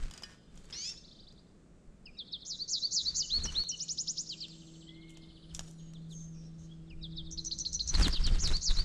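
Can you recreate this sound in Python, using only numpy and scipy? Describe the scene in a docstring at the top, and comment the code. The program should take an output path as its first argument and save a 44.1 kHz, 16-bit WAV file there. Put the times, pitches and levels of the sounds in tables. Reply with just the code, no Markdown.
"""A garden bird feeder on a spring day. A small songbird whistles two phrases of slurs, buzzes and
trills with both sides of its syrinx; they echo off house and trees. A starling lands on the steel
hanger, ringing it, and squawks in rough harmonics. Wings swish and push air close by; claws and beaks
tick on the feeder. Other birds call farther off, over a distant engine hum and light air."""
import sys
import numpy as np
from scipy import signal
from scipy.fft import rfft, irfft
from scipy.io import wavfile

SR = 44100
rng = np.random.default_rng(int(sys.argv[2]) if len(sys.argv) > 2 else 0)


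def materialize(psi):
    """Save the field psi as 16-bit PCM at rate SR to the path in sys.argv[1].

    A 1-D psi becomes a single channel; in a 2-D psi each row is a channel.
    """
    bounded = np.clip(np.atleast_2d(psi).T, -1, 1)
    quanta = np.round(bounded * 32767).astype(np.int16)
    wavfile.write(sys.argv[1], SR, quanta)


N = 389844
TIME_S = np.arange(N) / SR
CUTOFF_HZ = 15300

# Levels in the tables are relative; the functions set the final gain.
# noise spectra: freq_hz, density_db
AIR_SPECTRUM = [(15, -12.5), (25, -9), (48, 0.5), (92, -8.5), (180, 2), (252, -6), (337, -8.5), (371, -9.5),
                (587, -15), (927, -25.5), (1180, -23.5), (3090, -34), (5130, -35.5), (7910, -32),
                (10300, -46.5), (17400, -120)]
DRAUGHT_SPECTRUM = [(8.8, -34.5), (15, 6.5), (42, -7), (76, -6.5), (103, -22.5), (162, -14), (258, -35),
                    (616, -56.5), (700, -53), (910, -74.5), (1540, -120)]
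FEATHER_SPECTRUM = [(150, 6.5), (350, 4), (700, -4), (1400, 1.5), (2500, -2), (5000, -6), (8000, -7.5),
                    (10000, -18), (14000, -39)]
THUD_SPECTRUM = [(40, -11), (90, 4), (200, -6.5), (450, -17.5), (1000, -32), (4000, -82)]
# level curves: time_s, level_db
BREEZE_LEVEL = [(3.8, -74.5), (6.26, -56), (7.35, -41.5), (7.44, -45.5), (7.8, -46.5)]
ENGINE_FIRING_LEVEL = [(3.8, -61), (4.92, -55), (5.42, -60.5), (5.5, -53), (6.11, -46), (7.0, -51.5),
                       (7.08, -46), (7.68, -60.5), (7.7, -57)]
ENGINE_OCTAVE_LEVEL = [(3.8, -76), (4.5, -62.5), (5, -56.5), (5.4, -64), (6.1, -70.5), (6.6, -65.5),
                       (7.35, -56.5), (7.6, -61), (7.8, -79)]
CHATTER_LEVEL = [(0, -78), (.6, -67), (1.1, -62.5), (1.6, -91), (3, -68.5), (4.5, -65), (5.3, -61.5),
                 (6.2, -69), (6.9, -77.5), (8.84, -77)]
# envelope of the garden's scattered echoes: delay_s, level_db
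ECHO_ENVELOPE = [(.003, 13), (.012, 1), (.06, -12.5), (.088, 0), (.11, -9), (.15, -14), (.35, -27),
                 (.8, -59)]

# syllable paths by name, then those of the syrinx's other side: time_s, pitch_hz, level_db
SYLLABLES = { "tink": [(0, 5040, -7), (.006, 5120, 1), (.016, 4300, -12.5)], "dip": [(0, 3110, -1.5),
             (.011, 2722, 8), (.025, 2450, 1), (.04, 2334, 3)], "slur": [(0, 5230, -43), (.013, 5450, -25),
             (.022, 4640, -8), (.032, 3743, -4), (.047, 3350, -9), (.063, 3140, -21.5)],
             "buzz": [(0, 5346, -18), (.012, 5486, -8.5), (.032, 7230, -3.5), (.048, 6206, -3),
             (.063, 4970, 1), (.08, 4277, -1.5), (.095, 3850, -8), (.109, 3773, -6.5), (.116, 3800, -56)],
             "cut buzz": [(0, 5600, -14), (.012, 5530, -2), (.028, 6930, 0.5), (.044, 6730, 2),
             (.06, 5000, 2), (.074, 4420, -0.5), (.084, 3167, -19)], "lift": [(0, 3815, -17.5),
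             (.012, 4007, -6.5), (.028, 4353, -3), (.04, 4574, 1), (.048, 4650, -6.5), (.053, 4380, -19)],
             "low note": [(0, 2834, -10.5), (.012, 3026, -9.5), (.034, 2980, -4.5), (.043, 2820, -7)],
             "swell": [(0, 2806, -21.5), (.012, 3574, -8.5), (.025, 4014, -3), (.045, 4330, -1),
             (.075, 4450, -3.5), (.082, 4256, -12.5), (.088, 4480, -13.5)], "drop": [(0, 7700, -21.5),
             (.002, 8440, 2), (.006, 7190, -6), (.012, 6160, 1.5), (.022, 5710, 1.5), (.032, 5560, -4.5),
             (.046, 4800, -20)], "sweep": [(0, 2570, -35.5), (.008, 3820, -13.5), (.014, 4947, -3),
             (.028, 6050, -5.5), (.04, 6950, -5), (.047, 7020, -9.5), (.057, 8500, -17)],
             "fall": [(0, 5736, -5), (.008, 4900, 1), (.025, 4250, -1.5), (.04, 3650, -2.5),
             (.056, 2964, -12)], "twang": [(0, 5120, -24), (.005, 6650, -16), (.008, 6570, -2.5),
             (.014, 7130, -13), (.022, 6178, -4), (.034, 6066, -5), (.045, 5780, -17.5)],
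             "chip": [(0, 2360, -28), (.006, 4025, 0.5), (.01, 5190, -7), (.015, 4380, 0.5),
             (.024, 4100, 0.5), (.031, 3640, -21)], "far rise": [(0, 3310, -8.5), (.012, 4040, -6),
             (.027, 5100, -7)], "far fall": [(0, 4660, -17.5), (.02, 3787, -6.5), (.045, 3100, -2)],
             "far tick": [(0, 4564, 0.5), (.014, 3480, 2), (.03, 2850, 2.5)]}
SECOND_VOICE = { "slur": [(0, 3840, -28), (.014, 3830, -20), (.026, 3750, -11.5)],
                "chip": [(-.002, 3330, -27), (.002, 4790, -7), (.005, 5800, -23)],
                "sweep": [(0, 4680, -12.5), (.007, 7260, -18.5), (.012, 9500, -22)],
                "fall": [(.015, 3315, -19.5), (.035, 3130, -7.5), (.05, 2750, -12), (.059, 2500, -32.5)]}
# fast pitch warble by syllable: time_s, depth_hz, rate_hz
WARBLES = { "buzz": [(0, 981, 116.3), (.008, 1250, 105.2), (.02, 774, 131.2), (.035, 550, 168.9),
           (.07, 380, 186), (.11, 240, 190.4)], "cut buzz": [(0, 1253, 112), (.008, 1400, 106),
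           (.02, 800, 135), (.045, 550, 185), (.06, 50, 183.2)], "twang": [(0, 1300, 59), (.006, 1510, 105),
           (.016, 1390, 111.4), (.023, 400, 125.6), (.032, 79.6, 150)]}
# runs of one syllable: start_s, syllable, repeats, period_s, first_db, settled_db, length_ratio
FAR_SONG = [ (.966, "far rise", 5, .0705, -52.5, -52, .9), (1.078, "far rise", 4, .0715, -56, -57.5, .9),
            (1.376, "far rise", 1, 0, -58.5, -59, 0.85), (5.775, "far fall", 3, .16, -67, -53, .86),
            (6.86, "far fall", 1, 0.0037, -69, -70, 0.8)]
FAR_TRILL = [(4.531, "far tick", 15, .0686, -65, -64.5, 0.88)]
NEAR_SONG = [ (2.055, "tink", 1, 0, -50, -51, .95), (2.06, "dip", 1, 0, -60.5, -57, 0.96),
             (2.168, "slur", 2, .141, -36, -32, .97), (2.449, "buzz", 3, .228, -38, -29.5, 1),
             (2.587, "lift", 3, .23, -35, -27.5, .95), (3.144, "cut buzz", 1, 0, -32.5, -28, 1.045),
             (3.22, "low note", 3, .246, -41.5, -37, .9), (3.297, "swell", 2, .246, -28, -29.5, 1.074),
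             (3.433, "drop", 2, .251, -36.5, -32, 0.94), (3.791, "sweep", 5, .0897, -31.5, -30, 1),
             (4.29, "fall", 2, .113, -40, -41, 1.02), (6.897, "tink", 1, 0, -61.5, -60.5, 0.99),
             (6.903, "dip", 1, 0, -63.5, -63, .855), (7.011, "slur", 2, .142, -39, -35, 0.98),
             (7.305, "twang", 5, .1358, -39, -29, 1.06), (7.374, "chip", 5, .1361, -36, -32, 0.85),
             (8.018, "fall", 3, .1072, -32.5, -37, 1.05), (8.384, "buzz", 2, .224, -33, -30.5, 1.033),
             (8.523, "lift", 2, .24, -32, -32, 0.98)]
# thin far whistles, one path each: time_s, pitch_hz, level_db
FAR_WHISTLES = [
    [(4.31, 7600, -57), (4.6, 7620, -61), (4.88, 7640, -59.5)],
    [(4.88, 2000, -72.5), (5, 2133, -67), (5.08, 2177, -66), (5.16, 2105, -74.5), (5.35, 2150, -83)],
    [(5.17, 9850, -76), (5.5, 9600, -71), (5.8, 9450, -73)],
    [(5.775, 6980, -74), (5.81, 6440, -67), (5.845, 6800, -72.5), (5.875, 6490, -74), (5.91, 6800, -70)],
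    [(6.12, 6620, -67), (6.16, 6370, -56), (6.25, 6300, -65.5), (6.31, 6470, -78)],
    [(6.33, 5870, -71), (6.42, 5580, -73.5), (6.5, 5570, -72)],
    [(4.865, 2975, -63), (4.89, 3310, -55), (4.92, 3400, -63)],
    [(6.68, 3090, -83), (6.72, 3310, -57), (6.76, 3400, -88.5)],
]
# husky far calls: start_s, length_s, centre_hz, width_hz, level_db
HUSKY_CALLS = [(4.463, 0.41, 6090, 1800, -69.5), (6.096, 0.18, 6500, 1200, -64.5),
               (6.325, 0.18, 5530, 900, -68.5), (6.57, 0.11, 6220, 1410, -68)]
# paths of the starling's voice and whistle: time_s, pitch_hz, level_db
SQUAWK_VOICE = [(.726, 509, -48.5), (.745, 681, -50), (0.779, 723, -48.5), (.82, 762, -46.5),
                (0.864, 850, -40.5), (0.897, 897, -41.5), (0.915, 916, -47.5), (0.933, 886, -38)]
SQUAWK_WHISTLE = [(0.725, 5000, -42.5), (0.751, 5510, -48.5), (0.781, 6000, -44), (0.819, 6340, -44.5),
                  (.865, 6940, -49.5), (0.904, 7320, -48)]
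# harmonics of that voice: multiple, level_db
SQUAWK_HARMONICS = [(3, -16), (4, -12), (5, -31), (6, 0.5), (7, -9.5), (8, -34), (9, -27.5), (10, -30)]

# beak among the nuts: start_s, length_s, level_db
RUMMAGES = [(0.502, 0.3, -75), (5.078, 0.082, -68), (5.532, 0.058, -56.5), (5.65, 0.1, -67),
            (6.078, 0.093, -67.5)]
# claws and beaks on the feeder: start_s, crack_db, knock_db
TAPS = [(0.1108, -50, -50), (0.1373, -48, -51.5), (0.177, -47, -56), (0.2224, -53, -52),
        (0.2362, -47.5, -55), (0.5751, -55.5, -63), (0.7068, -52, -73), (1.3249, -65.5, -68),
        (3.6371, -55, -49.5), (4.4825, -55.5, -66), (5.172, -54, -59), (5.548, -34, -60), (5.565, -53, -66),
        (5.5927, -36.5, -43.5), (5.608, -53, -53), (5.9354, -57, -63), (7.9976, -35, -39),
        (8.029, -36, -56), (8.0806, -39, -30), (8.266, -35, -52), (8.4742, -32.5, -44.5),
        (8.5672, -41, -61), (8.7719, -46, -52.5)]
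# feeder resonances: freq_hz, width_hz, gain_db
FEEDER_MODES = [(1250, 900, -51), (1900, 450, -33), (3300, 500, 8.5), (5100, 610, 8.5), (5834, 490, 12.5),
                (6800, 470, 11), (8085, 740, 4.5), (10460, 1100, -12)]
# claws on the hanger: start_s, level_db
CLAW_STRIKES = [(0.111, -53), (0.14, -55), (0.178, -54), (0.235, -42.5)]
# steel hanger modes: freq_hz, level_db, nominal_t60_s
HANGER_MODES = [(1480, -23, 0.56), (1665, -14, 0.33), (1820, -14.5, 0.32), (2492, -17, 0.3),
                (2960, -5.5, 0.13), (3060, -4, 0.085), (3400, -8, 0.12), (4005, -13, 0.152),
                (4760, -1, 0.12), (5050, 10, 0.037), (5300, -17, 0.046), (5750, -16, 0.264),
                (7400, -15, 0.088), (8300, -26, 0.092), (9800, -29, 0.087)]
# birds landing, shifting, taking off: start_s, length_s, draught_db, rustle_db
FLURRIES = [(.01, 0.042, -36.5, -58), (0.098, 0.22, -65, -57), (0.538, 0.17, -51, -66),
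            (0.74, 0.011, -59, -54), (0.9, 0.036, -73, -63), (3.053, 0.14, -48, -61.5),
            (3.345, 0.13, -36, -55), (3.518, 0.075, -46, -54.5), (5.518, 0.12, -48, -64),
            (7.897, 0.043, -42.5, -60), (7.98, 0.1, -23, -43.5), (8.24, 0.14, -29.5, -52),
            (8.464, 0.088, -30, -47), (8.73, 0.18, -38, -54)]
# close wingbeats: centre_s, swish_db, push_db, thud_db
WINGBEATS = [(0.036, -46.5, -36, -54.5), (1.89, -85, -48, -76), (3.382, -62, -57, -43.5),
             (3.457, -42, -44, -37.5), (3.527, -59, -43, -60), (3.598, -53.5, -38, -55),
             (7.951, -37.5, -34, -41), (8.011, -33, -26, -30), (8.068, -37, -37, -28.5),
             (8.14, -45, -30.5, -43.5), (8.205, -43.5, -22, -55), (8.278, -42, -23, -37),
             (8.318, -62, -21, -36.5), (8.354, -43.5, -24.5, -41), (8.442, -42, -27, -41.5),
             (8.518, -43.5, -25.5, -34.5), (8.71, -39, -21, -45), (8.794, -41.5, -22.5, -44)]


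def from_db(db):
    """Decibels to gain."""
    return 10 ** (np.asarray(db) / 20)


def unit_rms(x):
    """Scale to unit power."""
    return x / np.sqrt(np.mean(x ** 2) + 1e-20)


def along(curve, time_s):
    """Each value column of a curve, interpolated at time_s."""
    knots_s, *columns = np.transpose(curve)
    return [np.interp(time_s, knots_s, column) for column in columns]


def add(out, start_s, sound):
    """Mix a sound in at start_s."""
    at = max(0, round(start_s * SR))
    out[at:at + len(sound)] += sound[:max(0, N - at)]


def drift(knots_per_s, size=N):
    """Random wander with a spread of about 1."""
    knots = rng.standard_normal(4096)
    return 1.2 * np.interp(np.arange(size) / SR * knots_per_s % 4095, np.arange(4096), knots)


def noise(spectrum, lowest_hz=12):
    """Unit-power noise with the given spectrum."""
    freq_hz, density_db = np.transpose(spectrum)
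    bins_hz = np.maximum(np.fft.rfftfreq(N, 1 / SR), 1)
    gain = from_db(np.interp(np.log(bins_hz), np.log(freq_hz), density_db)) * (bins_hz > lowest_hz)
    return unit_rms(irfft(rfft(rng.standard_normal(N)) * gain, N))


def resonate(x, freq_hz, width_hz):
    """Two-pole resonance, peak gain 1."""
    radius = np.exp(-np.pi * width_hz / SR)
    numerator = np.array([1, 0, -1]) * (1 - radius ** 2) / 2
    denominator = [1, -2 * radius * np.cos(2 * np.pi * freq_hz / SR), radius ** 2]
    return signal.lfilter(numerator, denominator, x + 1e-18)


def band(x, centre_hz, width_hz):
    """Two equal resonances in series, scaled to unit power."""
    return unit_rms(resonate(resonate(x, centre_hz, width_hz), centre_hz, width_hz))


def syrinx(path, warble=None, stretch=1, jitter=.00384, shimmer_db=1.36, harmonics=((1, 0), (2, -54)),
           throat_hz=6845, throat_db_per_octave=61.5, fade_s=.002):
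    """One side of a syrinx: a tone along a pitch path. The throat passes high notes poorly."""
    first_s, last_s = path[0][0], path[-1][0]
    time_s = np.arange(first_s, last_s, 1 / (SR * stretch))
    pitch_hz, level_db = along(path, time_s)
    if warble:
        depth_hz, rate_hz = along(warble, time_s)
        pitch_hz -= depth_hz * np.cos(2 * np.pi * np.cumsum(rate_hz) / SR)
    pitch_hz *= 1 + jitter * drift(700, len(time_s))
    level_db -= throat_db_per_octave * np.clip(np.log2(pitch_hz / throat_hz), 0, .25)
    level_db += shimmer_db * drift(300, len(time_s))
    phase = 2 * np.pi * np.cumsum(pitch_hz) / SR
    tone = sum(from_db(db) * np.sin(k * phase) * (k * pitch_hz < CUTOFF_HZ) for k, db in harmonics)
    fade = np.clip(np.minimum(time_s - first_s, last_s - time_s) / fade_s, 0, 1)
    return np.sqrt(2) * tone * fade * from_db(level_db)


def sing(song, slowing_s=0, settling_ratio=.23):
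    """Each run repeats a learnt syllable and settles in level; each gap grows by slowing_s."""
    out = np.zeros(N)
    for start_s, name, repeats, period_s, first_db, settled_db, stretch in song:
        for k in range(repeats):
            onset_s = start_s + k * period_s + slowing_s * k * (k - 1) / 2
            gain = from_db(settled_db + (first_db - settled_db) * settling_ratio ** k)
            add(out, onset_s, gain * syrinx(SYLLABLES[name], WARBLES.get(name), stretch))
            if name in SECOND_VOICE:
                path = SECOND_VOICE[name]
                add(out, onset_s + path[0][0] * stretch, gain * syrinx(path, stretch=stretch))
    return out


def through_trees(x, direct_db, scatter_db, scatter_s):
    """Many paths of nearly equal length blur a far call's glides."""
    delay_s = np.arange(SR // 10) / SR
    response = rng.standard_normal(len(delay_s)) * np.exp(-delay_s / scatter_s)
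    scattered = signal.fftconvolve(x, response / np.linalg.norm(response))[:N]
    return from_db(direct_db) * x + from_db(scatter_db) * scattered


def garden_echo(x, house_delay_s=.092, house_db=-15):
    """Trunks and leaves scatter a haze of echoes; the house wall returns one distinct repeat."""
    delay_s = np.arange(SR) / SR
    level_db, = along(ECHO_ENVELOPE, delay_s)
    reflections = rng.standard_normal(SR) * (rng.random(SR) < .03)
    response = reflections * from_db(level_db) * (delay_s > .002)
    response /= np.linalg.norm(response)
    add(response, house_delay_s, from_db([house_db]))
    return signal.fftconvolve(x, response)[:N]


def air(level_db=-60):
    """Steady outdoor hush."""
    return from_db(level_db) * noise(AIR_SPECTRUM)


def breeze(lull_db=-64, gust_db=3):
    """Light, uneven air rumbles on the microphone."""
    level_db, = along(BREEZE_LEVEL, TIME_S)
    return from_db(np.maximum(level_db, lull_db) + gust_db * drift(8)) * noise(DRAUGHT_SPECTRUM)


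def engine(firing_hz=162.4, wander=.0016, approach_db_per_s=4.5):
    """Distant engine: only the firing tone and its octave carry this far."""
    firing_db, = along(ENGINE_FIRING_LEVEL, TIME_S)
    octave_db, = along(ENGINE_OCTAVE_LEVEL, TIME_S)
    approach_end_s = ENGINE_FIRING_LEVEL[0][0]
    approach = from_db(approach_db_per_s * np.minimum(TIME_S - approach_end_s, 0))
    phase = 2 * np.pi * np.cumsum(firing_hz * (1 + wander * drift(9))) / SR
    hum = from_db(firing_db) * np.sin(phase) + from_db(octave_db) * np.sin(2 * phase)
    return np.sqrt(2) * approach * hum


def wood_chatter(calls_per_s=35, spread_db=8, candidates=500):
    """Many birds deep in the wood: syllables at random moments, each transposed its own way."""
    out = np.zeros(N)
    paths = [SYLLABLES[name] for name in ("far rise", "far fall", "far tick", "lift")]
    for when, kind, pitch, weakness, chance in rng.random((candidates, 5)):
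        if chance < calls_per_s * N / SR / candidates:
            start_s = when * N / SR
            path = np.array(paths[int(kind * len(paths))]) * [1, .8 + .4 * pitch, 1]
            level_db, = along(CHATTER_LEVEL, start_s)
            add(out, start_s, from_db(level_db - spread_db * weakness) * syrinx(path))
    return out


def far_birds():
    """Short runs of notes, thin wavering whistles and husky calls of band noise."""
    out = sing(FAR_SONG, slowing_s=.0033)
    for path in FAR_WHISTLES:
        add(out, path[0][0], syrinx(path, jitter=.0074, shimmer_db=3))
    for start_s, length_s, centre_hz, width_hz, level_db in HUSKY_CALLS:
        rasp = band(rng.standard_normal(int(length_s * SR)), centre_hz, width_hz)
        add(out, start_s, from_db(level_db) * rasp * signal.windows.tukey(len(rasp)))
    return out


def rummage(grain_db=5):
    """Dry husks rub under a beak in clumps of tiny bright grains."""
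    envelope = np.zeros(N)
    for start_s, length_s, level_db in RUMMAGES:
        add(envelope, start_s, from_db(level_db) * signal.windows.tukey(int(length_s * SR)))
    grains = rng.standard_normal(N) * from_db(grain_db * drift(250))
    return envelope * band(grains, centre_hz=7000, width_hz=3500)


def feeder_taps(crack_s=.0015, rattle_s=.0081, rattle_db=-17, knock_s=.0025, gain_db=4):
    """Each contact drives the feeder's resonances with a crack and a short rattle, over a dull knock."""
    force_envelope, knock_envelope = np.zeros((2, N))
    age_s = np.arange(SR // 10) / SR
    contact = np.exp(-age_s / crack_s) + from_db(rattle_db) * np.exp(-age_s / rattle_s)
    for start_s, crack_db, knock_db in TAPS:
        add(force_envelope, start_s, from_db(crack_db) * contact)
        add(knock_envelope, start_s, from_db(knock_db) * np.exp(-age_s / knock_s))
    force = force_envelope * rng.standard_normal(N)
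    ring = sum((-1) ** k * from_db(mode_db) * resonate(force, freq_hz, width_hz)
               for k, (freq_hz, width_hz, mode_db) in enumerate(FEEDER_MODES))
    knock = knock_envelope * unit_rms(resonate(rng.standard_normal(N), freq_hz=590, width_hz=1100))
    return from_db(gain_db) * (ring + knock)


def hanger(gain_db=-2, damping_ratio=.83, spread_db=2):
    """Each claw strike rings the steel bar's modes, each at a random strength."""
    out = np.zeros(N)
    age_s = np.arange(SR) / SR
    freq_hz, mode_db, nominal_t60_s = np.transpose(HANGER_MODES)[:, :, None]
    t60_s = nominal_t60_s / damping_ratio
    modes = from_db(mode_db - 60 * age_s / t60_s) * np.sin(2 * np.pi * freq_hz * age_s)
    for start_s, level_db in CLAW_STRIKES:
        strengths = from_db(level_db + gain_db + spread_db * rng.standard_normal(len(modes)))
        add(out, start_s, strengths @ modes)
    return out


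def wings(attack_s=.029, release_s=.034, swish_s=.011, push_s=.011, thud_s=.014, grain_db=3):
    """Each beat swishes, thuds and pushes air; through a flurry feathers rustle and the air eddies."""
    feather_envelope, draught_envelope, thud_envelope, push = np.zeros((4, N))
    for start_s, length_s, draught_db, rustle_db in FLURRIES:
        rise = (TIME_S - start_s) / attack_s
        fall = (start_s + length_s - TIME_S) / release_s
        swell = np.exp(np.clip(np.minimum(rise, fall), -20, 0))
        draught_envelope += from_db(draught_db - 2) * swell
        feather_envelope += from_db(rustle_db - 3) * swell
    for centre_s, swish_db, push_db, thud_db in WINGBEATS:
        near = np.abs(TIME_S - centre_s) < 10 * thud_s
        offset_s = TIME_S[near] - centre_s
        pulse = 2 * offset_s / push_s * np.exp(-(offset_s / push_s) ** 2)   # suction, then pressure
        push[near] += from_db(push_db + 3) * pulse
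        feather_envelope[near] += from_db(swish_db - 6) * np.exp(-np.abs(offset_s) / swish_s)
        thud_envelope[near] += from_db(thud_db) * np.exp(-(offset_s / thud_s) ** 2)
    feathers = feather_envelope * noise(FEATHER_SPECTRUM) * from_db(grain_db * drift(400))
    thuds = thud_envelope * noise(THUD_SPECTRUM)
    draught = draught_envelope * noise(DRAUGHT_SPECTRUM)
    return feathers + push + thuds + draught


def starling(rasp_db=-8, rasp_band_hz=(200, 800), release_s=.018):
    """A rising harmonic voice and an unrelated whistle, both roughened by irregular vibration."""
    out = np.zeros(N)
    voice = syrinx(SQUAWK_VOICE, jitter=.0052, shimmer_db=.5, harmonics=SQUAWK_HARMONICS)
    add(out, SQUAWK_VOICE[0][0], voice)
    add(out, SQUAWK_WHISTLE[0][0], syrinx(SQUAWK_WHISTLE, jitter=.0077, shimmer_db=.5))
    bandpass = signal.butter(2, rasp_band_hz, "band", fs=SR, output="sos")
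    rasp = unit_rms(signal.sosfilt(bandpass, rng.standard_normal(N)))
    release = np.clip((SQUAWK_VOICE[-1][0] - TIME_S) / release_s, 0, 1)
    return out * (1 + from_db(rasp_db) * rasp) * release


def songbird():
    """Two phrases of nearly pure syllables; a fast pitch warble makes the buzzes."""
    return sing(NEAR_SONG, slowing_s=.0033)


def scene():
    """Calls and ticks echo, wings and background stay dry, the deep wood is heard by echo alone."""
    song = songbird()
    squawk = starling()
    ticks = feeder_taps() + hanger() + rummage()
    far = through_trees(far_birds(), direct_db=-.5, scatter_db=-8.5, scatter_s=.009)
    far += through_trees(sing(FAR_TRILL), direct_db=-1.5, scatter_db=-4.5, scatter_s=.035)
    wood = through_trees(wood_chatter(), direct_db=-25, scatter_db=0, scatter_s=.04)
    flaps = wings()
    echo = garden_echo(wood + from_db(-8) * (song + far) + from_db(-11) * squawk + from_db(-11.5) * ticks)
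    background = air() + breeze() + engine()
    return (background + echo + far + ticks + flaps + squawk + song)[None]


def record(dry):
    """Steep low-pass on the top treble."""
    lowpass = signal.cheby2(12, 70, CUTOFF_HZ + 700, fs=SR, output="sos")
    return signal.sosfilt(lowpass, dry)


dry = scene()
out = record(dry)
materialize(out)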